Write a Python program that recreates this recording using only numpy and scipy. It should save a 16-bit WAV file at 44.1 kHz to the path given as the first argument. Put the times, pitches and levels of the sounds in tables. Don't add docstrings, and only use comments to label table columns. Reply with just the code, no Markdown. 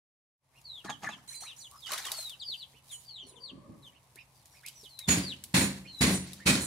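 import sys
import numpy as np
from scipy import signal
from scipy.fft import rfft, irfft, next_fast_len
from scipy.io import wavfile
from scipy.ndimage import uniform_filter1d

SR = 44100
rng = np.random.default_rng(int(sys.argv[2]) if len(sys.argv) > 2 else 0)


def to_wav(sig):
    pcm = np.clip(np.atleast_2d(sig), -1, 1) * 32767
    pcm = np.round(pcm).astype(np.int16)
    wavfile.write(sys.argv[1], SR, pcm.T)


N = 293732
T = np.arange(N) / SR


def undb(db):
    return 10 ** (np.asarray(db) / 20)


def unit(x):
    return x / np.sqrt(np.mean(x ** 2) + 1e-20)


def loudest(x, db):
    power = uniform_filter1d(np.mean(np.atleast_2d(x) ** 2, axis=0), SR // 20)
    return x * undb(db) / np.sqrt(power.max() + 1e-20)


def add(out, at_s, x):
    i = max(int(at_s * SR), 0)
    out[..., i:i + x.shape[-1]] += x[..., :max(N - i, 0)]


def pan(db):
    return undb(np.array([[db], [-db]]) / 2)


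def spread(x, width):
    return np.sqrt(1 - width) * x[0] + np.sqrt(width) * x[1:]


def colour(x, points):
    hz, db = np.transpose(points)
    size = next_fast_len(x.shape[-1])
    bins_hz = np.maximum(np.fft.rfftfreq(size, 1 / SR), 1)
    gain = undb(np.interp(np.log(bins_hz), np.log(hz), db))
    return irfft(rfft(x, size) * gain, size)[..., :x.shape[-1]]


def clicks(size, rate_hz, scatter_db):
    hit = rng.random((3, size)) < rate_hz / SR
    sign = rng.choice([-1, 1], (3, size))
    strength = undb(scatter_db * np.clip(rng.standard_normal((3, size)), -2, 2))
    return unit(hit * sign * strength)


def walk(size, rate_hz):
    step = max(int(SR / rate_hz), 2)
    return uniform_filter1d(np.repeat(rng.standard_normal(size // step + 1), step), step)[:size]


def swell(t, rise_s, hold_s, t60_s):
    return np.minimum(t / rise_s, 1) ** 2 * undb(-60 * np.maximum(t - rise_s - hold_s, 0) / t60_s)


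def arc(u, crest):
    return np.sin(np.pi * np.interp(u, [0, np.clip(crest, .1, .9), 1], [0, .5, 1])).clip(0)


def progress(length_s):
    return np.linspace(0, 1, int(length_s * SR))


def phase_of(hz):
    return 2 * np.pi * np.cumsum(hz) / SR


def ring(force, modes):
    out = 0
    for hz, db, t60_s in modes:
        pole = np.exp((2j * np.pi * hz - np.log(1000) / t60_s) / SR)
        mode = signal.lfilter([1, -1], [1, -2 * pole.real, abs(pole) ** 2], force)
        out = out + undb(db) * unit(mode)
    return out


def direct_plus(tail, tail_db):
    response = undb(tail_db) * tail / np.sqrt(np.sum(tail ** 2, axis=1, keepdims=True))
    response[:, 0] += 1
    return response


def scattered(x, echo_db=-2, t60_s=0.069):
    t = T[:SR // 10]
    detours = spread(clicks(len(t), 1500, 3), .7) * swell(t, .003, 0, t60_s)
    response = direct_plus(detours, echo_db)
    return signal.fftconvolve(x[None], response, axes=1) / np.hypot(1, undb(echo_db))


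def pen(x, tail_db=-16, t60_s=0.48, echo_db=-11, loss_db_per_s=300):
    t = T[:SR // 2]
    tail = rng.standard_normal((2, len(t))) * swell(t, 0.015, 0, t60_s)
    response = direct_plus(tail, tail_db)
    for ear in response:
        lags_s = rng.uniform(.002, .018, 5)
        ear[(lags_s * SR).astype(int)] += undb(echo_db - loss_db_per_s * lags_s)
    return signal.fftconvolve(x, response, axes=1)[:, :N]


# (frequency [Hz], gain [dB])
AIR_SPECTRUM = [(25, -39), (59, -3.5), (117, -6), (270, -18), (439, -20.5), (988, -3.5), (1440, -12.5),
                (2160, -9), (2690, -13.5), (5000, -18.5), (10400, -18), (14400, -66)]


def yard(air_db=-63.5, hum_hz=131, hum_db=-66):
    noise = rng.standard_normal((3, N))
    side = colour(noise[1:], [(100, -3.5), (500, -3), (1500, -6)])
    mid = colour(noise[0], [(500, 6), (1500, -13)])
    air = unit(colour(mid + side, AIR_SPECTRUM)) * undb(air_db)
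    hum = np.sin(phase_of(hum_hz * (1 + 0.024 * walk(N, 24.4))))
    return air + hum * undb(hum_db + walk(N, 33))


# (time [s], pitch [Hz])
FOWL_PITCH = [(3.27, 504.5), (3.4, 514.6), (3.57, 571.6), (3.68, 553), (3.78, 558), (3.88, 547)]


def fowl(level_db=-59.5, rough=0.063, flutter_db=4):
    times_s, pitch_hz = np.transpose(FOWL_PITCH)
    effort = arc((T - times_s[0]) / (times_s[-1] - times_s[0]), .62) ** 0.14
    phase = phase_of(np.interp(T, times_s, pitch_hz) * (1 + rough * walk(N, 130)))
    tone = sum(undb(db) * np.sin(k * phase) for k, db in enumerate([0, -4, -21], 1))
    call = tone * effort * undb(level_db + flutter_db * walk(N, 30))
    return scattered(call, echo_db=3, t60_s=0.41)[:, :N]


# (time [s], length [s], start pitch [Hz], end pitch [Hz], relative level [dB])
SQUELCH_GLIDES = [(0.866, 0.041, 1946, 1456, -42.5), (1.028, 0.0405, 1739, 2242, -42.5),
                  (1.059, 0.0323, 2190, 1288, -32.5), (1.703, 0.097, 1056, 1290, -54.5)]


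def squelches(rough=0.114, flutter_db=3, trim_db=-3):
    out = np.zeros((2, N))
    for at_s, length_s, start_hz, end_hz, db in SQUELCH_GLIDES:
        size = int(length_s * SR)
        hz = np.linspace(start_hz, end_hz, size) * (1 + rough * walk(size, 1200))
        envelope = np.hanning(size) * undb(flutter_db * walk(size, 362))
        add(out, at_s, unit(np.sin(phase_of(hz)) * envelope) * undb(db + trim_db))
    return out


# (time [s], length [s], level [dB])
POP_RUNS = [(0.843, 0.029, -48), (0.89, 0.022, -35), (1.015, 0.055, -44), (1.086, 0.013, -37.5)]
# (frequency [Hz], relative level [dB], t60 [s])
POP_MODES = [(823, 5, 0.017), (1170, 3, 0.014), (1640, -1, 0.021), (2200, -16, 0.016), (6510, -3.5, 0.023)]


def splutters(rate_hz=209.5, jitter=0.14, pop_t60_s=0.0074):
    out, t = np.zeros((2, N)), T[:SR // 8]
    for at_s, length_s, db in POP_RUNS:
        cycle = np.cumsum(rate_hz * (1 + jitter * walk(len(t), 200))) / SR % 1
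        envelope = undb(-60 * cycle / rate_hz / pop_t60_s) * arc(t / length_s, .5)
        pops = spread(rng.standard_normal((3, len(t))), .15) * envelope
        ringing = colour(ring(pops, POP_MODES), [(7000, 0), (11000, -14)])
        add(out, at_s, unit(ringing) * np.sqrt(length_s / t[-1]) * undb(db))
    return out


# (frequency [Hz], gain [dB])
SPRAY_SPECTRUM = [(300, -51), (1500, -2.5), (4000, 12), (7000, 10), (11000, 13), (16000, 2.5)]
# (time [s], level [dB])
LAPPING_LEVEL = [(.5, -67.5), (1.8, -63), (2.2, -44), (2.36, -59), (2.8, -65.5), (3.9, -72.5), (4.8, -60),
                 (6.6, -66)]


def lapping(rate_hz=500, swing_db=4):
    crackle = unit(colour(spread(clicks(N, rate_hz, 0.87), 0.95), SPRAY_SPECTRUM))
    return crackle * undb(np.interp(T, *np.transpose(LAPPING_LEVEL)) + swing_db * walk(N, 13))


# (time [s], relative level [dB], ring pitch [Hz])
DROP_IMPACTS = [(0.614, -54.5, 6800), (1.712, -46, 9100), (1.859, -47, 3400), (1.918, -26, 4300),
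                (1.934, -29, 4150), (1.979, -32, 3760), (2.053, -34.5, 6800), (2.067, -36, 6160),
                (2.117, -24, 3820), (2.295, -36.5, 4600), (4.157, -45, 10800), (4.456, -47.5, 6900),
                (4.662, -34.5, 10900), (4.683, -35, 7900), (4.836, -51, 9000), (4.990, -32, 4170),
                (5.438, -31.5, 7830), (5.99, -46, 7000), (6.332, -34.5, 3850)]


def drops(crack_t60_s=0.025, splat_t60_s=0.15, splat_db=-9, ping_db=3, trim_db=-4):
    out, t = np.zeros((2, N)), T[:SR // 10]
    landing = swell(t, .002, 0, crack_t60_s) + undb(splat_db) * swell(t, .002, 0, splat_t60_s)
    for at_s, db, hz in DROP_IMPACTS:
        impact = unit(colour(spread(clicks(len(t), 9000, 4.5), .6), SPRAY_SPECTRUM)) * landing
        ping = np.sin(2 * np.pi * hz * t) * swell(t, .002, 0, .014)
        add(out, at_s - .001, (impact + undb(ping_db) * ping) * undb(db + trim_db))
    return out


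def bubbles(size, centre_hz, width_oct, cycles=34, glide=0.09, count=100):
    out = np.zeros((2, N))
    places = (np.arange(count) + rng.random(count)) / count
    for place, detune, strength, side in zip(places, *rng.standard_normal((3, count))):
        hz = np.clip(centre_hz * 2 ** (.6 * width_oct * detune), 110, 12000)
        u = np.linspace(0, 1, int(cycles * SR / hz))
        tone = np.sin(2 * np.pi * cycles * u * (1 + glide * u)) * undb(-45 * u)
        add(out, place * size / SR, tone * undb(3.5 * strength) * pan(2.5 * side))
    return unit(out[:, :size])


# (time [s], t60 [s], level [dB], bubble pitch [Hz])
BATH_SLOSHES = [(.838, 0.21, -43, 965), (.84, 0.53, -43, 185), (0.891, 0.15, -42.5, 1150),
                (1.022, 0.54, -44, 1038), (1.016, 0.72, -47, 201.3), (1.41, 0.38, -53, 1513),
                (1.856, 0.51, -48, 1860), (1.885, 0.62, -40.5, 1375), (1.912, 0.49, -40.5, 1660),
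                (1.968, 0.17, -38.5, 1600), (2.042, 0.54, -40.5, 1300), (2.12, 0.5, -59.5, 2880),
                (2.483, 0.13, -57.5, 300), (2.734, 0.11, -55, 295), (3.22, 0.96, -56, 334),
                (3.508, 0.49, -41, 173.5), (3.675, 0.57, -45, 219), (4.149, 0.079, -55, 283),
                (4.667, 0.28, -60.5, 2940), (4.825, 0.073, -50, 254), (6.255, 0.7, -58.5, 2700)]


def sloshes(rise_s=0.0094, width_oct=0.805, foam_db=-13, droplet_db=-4,
            spray_db_per_oct=11.5, spray_even_hz=1430, flutter_db=2.5):
    out, t = np.zeros((2, N)), T[:SR * 2 // 5]
    for at_s, t60_s, db, hz in BATH_SLOSHES:
        foam_band = [(hz * 2 ** (width_oct * k), -3 * k * k - 3 * width_oct * k) for k in range(-4, 5)]
        foam = unit(colour(spread(clicks(len(t), 3000, 5), .2), foam_band))
        crackle = colour(spread(clicks(len(t), 550, 1.5), 1), SPRAY_SPECTRUM)
        crackle = unit(colour(crackle, [(7000, 0), (14000, -12)]))
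        droplets = bubbles(len(t), 4600, width_oct, cycles=82, count=120)
        spray = undb(-1) * crackle + undb(droplet_db) * droplets
        spray_db = spray_db_per_oct * np.log2(hz / spray_even_hz)
        water = bubbles(len(t), hz, width_oct) + undb(foam_db) * foam + undb(spray_db) * spray
        envelope = swell(t, rise_s, 0, t60_s) * undb(db + flutter_db * walk(len(t), 133.7))
        add(out, at_s, water * envelope)
    return out


# (frequency [Hz], gain [dB])
MESH_SPECTRUM = [(40, -41), (70, 6), (250, 9), (450, -4.5), (700, -5.5), (1300, -6), (2100, -0.5),
                 (3100, -5.5), (4300, -2.5), (5400, -8.5), (8000, -6), (11000, -8), (13000, -24),
                 (16000, -19)]


def mesh(t, force, flutter_db=0.97, t60_s=0.032, places=6):
    force = force * undb(flutter_db * walk(len(t), 120.6))
    rattle = 0
    for _ in range(places):
        contacts = clicks(len(t), 1000, 4.2)[:1] * force
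        resonances = rng.standard_normal((3, SR // 20)) * swell(T[:SR // 20], 1 / SR, 0, t60_s)
        rattle = rattle + signal.fftconvolve(contacts, resonances, axes=1)[:, :len(t)]
    mid = colour(rattle[0], [(450, -1), (1100, -20)])
    side = colour(rattle[1:], [(200, -18), (1000, 0)])
    return colour(mid + side, MESH_SPECTRUM)


# (frequency [Hz], relative level [dB])
WIRE_MODES = [(1890, -9), (2336, -6), (2517, -5), (4090, -5), (5870, -10), (6261, -8), (6736, -7),
              (6943, 2), (7686, -6), (8166, -1), (9012, -7), (9260, -5), (9400, -4), (9852, -6),
              (10550, -11), (10978, -10), (11994, -14), (13512, -13)]


def wires(t, rise_s, scrape_s, touched_hz, boost_db=12.5, t60_s=0.22, flutter_db=3):
    scraping = spread(clicks(len(t), 4000, 4), .8) * swell(t, rise_s, scrape_s, .13)
    out = 0
    for hz, db in WIRE_MODES:
        touch_db = boost_db * np.exp(-((hz - touched_hz) / 300) ** 2)
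        wire = ring(scraping, [(hz, db + touch_db + 2 * rng.standard_normal(), t60_s)])
        out = out + wire * undb(flutter_db * walk(len(t), 112.4))
    return out


# (time [s], length [s], level [dB], touched pitch [Hz])
PANEL_TOUCHES = [(1.275, 0.077, -42.5, 4090), (1.404, 0.0033, -43, 5800), (1.562, 0.049, -48.5, 5930),
                 (2.165, 0.015, -43, 10400), (2.91, 0.017, -42.5, 9410), (3.266, 0.017, -53.5, 9660),
                 (6.092, 0.054, -32.5, 9730), (6.601, 0.023, -34, 10840)]


def jingles(rise_s=0.00082, rustle_db=-13.5, pan_db=-4):
    out, t = np.zeros((2, N)), T[:SR // 2]
    for at_s, length_s, db, hz in PANEL_TOUCHES:
        ringing = wires(t, rise_s, length_s, hz, boost_db=11, t60_s=0.28, flutter_db=4.5)
        ringing = colour(ringing, [(2600, -20), (3800, 0)])
        rustle = colour(mesh(t, swell(t, rise_s, length_s, 0.17)), [(300, -14), (1500, 0)])
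        add(out, at_s, (loudest(ringing, db) + loudest(rustle, db + rustle_db)) * pan(pan_db))
    return out


# (frequency [Hz], relative level [dB], t60 [s])
FRAME_MODES = [(63.9, -11.5, 1), (86.5, -4, 0.72), (137.6, 0, 0.56), (181.4, 9.5, 0.16),
               (193.5, -1.5, 0.59), (231.6, -8.5, 0.76), (266.5, 0.5, 0.31), (285.7, 1, 0.096),
               (319.6, -7.5, 0.27), (527, -10.5, 0.18)]
# (time [s], rise [s], frame [dB], mesh [dB], wires [dB], scrape [s], touched pitch [Hz])
PANEL_KNOCKS = [(5.07, 0.017, -28.5, -22, -23.5, 0.043, 6820),
                (5.537, 0.0059, -23, -20, -28.5, 0.083, 8500),
                (6.004, 0.0073, -24, -19, -32.5, 0.052, 6830),
                (6.452, 0.015, -27.5, -18.5, -25.5, 0.021, 2440)]


def knocks(shove_s=0.0024, chatter_s=0.086, settle_db=-29, crash_db=2, wires_pan_db=-6):
    out, t = np.zeros((2, N)), T[:SR * 3 // 4]
    for at_s, rise_s, frame_db, mesh_db, wires_db, scrape_s, touched_hz in PANEL_KNOCKS:
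        chatter = swell(t, rise_s, chatter_s, 0.38) + undb(settle_db) * swell(t, rise_s, 0, 4.3)
        crash = undb(crash_db) * swell(t, rise_s, 0.028, 0.12)
        ringing = loudest(wires(t, rise_s, scrape_s, touched_hz), wires_db)
        shove = np.exp(-((t - rise_s / 2 - shove_s) / (shove_s / 2)) ** 2)
        shaking = spread(clicks(len(t), 900, 4.3), 0.051) * chatter
        boom = loudest(ring(shove + shaking, FRAME_MODES), frame_db)
        clatter = loudest(mesh(t, chatter + crash), mesh_db)
        clatter[0] = colour(clatter[0], [(5500, 0), (9000, -5)])
        add(out, at_s, boom + clatter + ringing * pan(wires_pan_db))
    return out


def whistle(hz, crest, waver, breath_db=-17, octave_db=-29, flutter_db=3):
    size = len(hz)
    phase = phase_of(hz * (1 + waver * walk(size, 700)))
    effort = arc(np.linspace(0, 1, size), crest) ** 0.69
    breath = walk(size, 900) * np.sin(phase) + walk(size, 900) * np.cos(phase)
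    octave = undb(octave_db + 5 * walk(size, 69)) * np.sin(2 * phase)
    tone = np.sin(phase) + undb(breath_db) * breath + octave
    flutter = undb(flutter_db * walk(size, 154.3))
    return np.sqrt(2) * tone / np.hypot(1, undb(breath_db)) * effort * flutter


# (time [s], start pitch [Hz], level [dB])
THIN_WHISTLES = [(1.745, 5220, -62), (3.227, 4440, -62), (4.34, 4740, -72), (4.508, 5670, -65),
                 (4.746, 5970, -56.5)]


def thin_whistles(length_s=0.13, sag=0.68, crest=0.18, waver=0.019, upper_ratio=1.3, upper_db=-7.5):
    out = np.zeros((2, N))
    for at_s, start_hz, db in THIN_WHISTLES:
        hz = start_hz * (1 - sag * progress(length_s) ** 3)
        lower = whistle(hz, crest, waver)
        upper = whistle(hz * upper_ratio, crest, waver)
        add(out, at_s, scattered(lower + undb(upper_db) * upper) * undb(db))
    return out


# (time [s], top pitch [Hz], level [dB])
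MURMUR_CALLS = [(0.531, 2790, -63), (1.073, 2706, -47.5), (1.301, 2390, -58), (1.444, 2810, -52),
                (2.729, 2970, -61), (3.92, 2890, -63), (4.159, 2613, -52.5), (4.531, 2510, -61.5),
                (4.629, 2557, -49), (4.985, 2330, -61.5), (5.84, 3014, -56), (6.385, 2027, -54)]


def murmurs(length_s=0.074, rise=0.49, turn=0.62, crest=0.4, rough=0.031, fifth_db=-17.5, pan_db=-5):
    out = np.zeros((2, N))
    for at_s, top_hz, db in MURMUR_CALLS:
        hz = top_hz * (1 - rise * (1 - progress(length_s) / turn) ** 2)
        voice = whistle(hz, crest, rough, breath_db=-5, octave_db=-17)
        fifth = whistle(hz * 3 / 2, crest, rough, breath_db=-5)
        add(out, at_s, scattered(voice + undb(fifth_db) * fifth) * undb(db) * pan(pan_db))
    return out


# (time [s], length [s], start pitch [Hz], level [dB], pan [dB])
CHIP_CALLS = [(0.863, 0.1, 4400, -48.5, -6), (1.095, 0.067, 4250, -47, 1), (1.599, 0.08, 5120, -48, 2),
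              (1.822, 0.057, 3820, -43.5, -8), (2.025, 0.071, 4330, -41.5, 0),
              (2.392, 0.056, 4975, -41.5, 3), (2.587, 0.041, 3100, -57, -2), (2.89, 0.07, 4070, -46.5, 5),
              (3.079, 0.038, 3700, -62, 9), (3.178, 0.059, 3878, -44, -1.5), (3.354, 0.039, 3880, -56, 12),
              (3.821, 0.078, 4150, -50, 2), (4.838, 0.036, 4150, -47, -7)]


def chips(end_hz=2889, bend=1.4):
    out = np.zeros((2, N))
    for at_s, length_s, start_hz, db, pan_db in CHIP_CALLS:
        hz = end_hz + (start_hz - end_hz) * (1 - progress(length_s)) ** bend
        voice = whistle(hz, crest=0.62, waver=0.016, breath_db=-19.5, octave_db=-19)
        add(out, at_s, scattered(voice) * undb(db) * pan(pan_db))
    return out


def peep_pitch(length_s, start_hz, middle_hz, knee_hz=3094, plunge_hz=614,
               linger_hz_per_s=1100, plain_s=0.1232, wobble=0.0072):
    u = progress(length_s)
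    arch_hz = np.polyval(np.polyfit([0, .5, 1], [start_hz, middle_hz, knee_hz], 2), u)
    linger_hz = linger_hz_per_s * (length_s - plain_s) * np.sin(2 * np.pi * u)
    return (arch_hz - linger_hz - plunge_hz * u ** 8.73) * (1 + wobble * walk(len(u), 67.2))


# (time [s], length [s], start pitch [Hz], middle pitch [Hz], level [dB], crest [share of length])
PEEP_CALLS = [(0.641, 0.18, 4665, 3784, -44, 0.37), (1.34, 0.198, 4840, 4280, -49, 1),
              (2.093, 0.26, 4950, 4130, -41, 0.61), (2.424, 0.128, 4850, 4505, -37, 0.76),
              (2.57, 0.075, 4750, 4260, -43.5, 0.74), (3.048, 0.15, 4710, 4335, -44.5, 0.8),
              (3.399, 0.11, 4700, 4407, -44.5, 1), (4.881, 0.23, 4550, 3930, -48.5, 0.95),
              (5.214, 0.12, 4840, 4420, -37, 1), (5.867, 0.22, 4440, 3966, -48, 0.32)]


def peeps(waver=0.011, pan_db=2.5):
    out = np.zeros((2, N))
    for at_s, length_s, start_hz, middle_hz, db, crest in PEEP_CALLS:
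        voice = whistle(peep_pitch(length_s, start_hz, middle_hz), crest, waver)
        add(out, at_s, scattered(voice) * undb(db) * pan(pan_db))
    return out


def scene():
    goslings = peeps() + chips() + murmurs() + thin_whistles()
    bath = squelches() + splutters() + sloshes()
    return pen(goslings + bath + fowl()) + drops() + lapping() + knocks() + jingles() + yard()


# (time [s], gain [dB])
FADE_IN = [(.36, -54), (.44, -15), (.58, -2.5)]


def record(dry, low_hz=42, top_hz=15550):
    faded = dry * undb(np.interp(T, *np.transpose(FADE_IN)))
    highpass = signal.butter(2, low_hz, "high", fs=SR, output="sos")
    lowpass = signal.ellip(8, .2, 80, top_hz, fs=SR, output="sos")
    return signal.sosfilt(lowpass, signal.sosfilt(highpass, faded))


dry = scene()
out = record(dry)
to_wav(out)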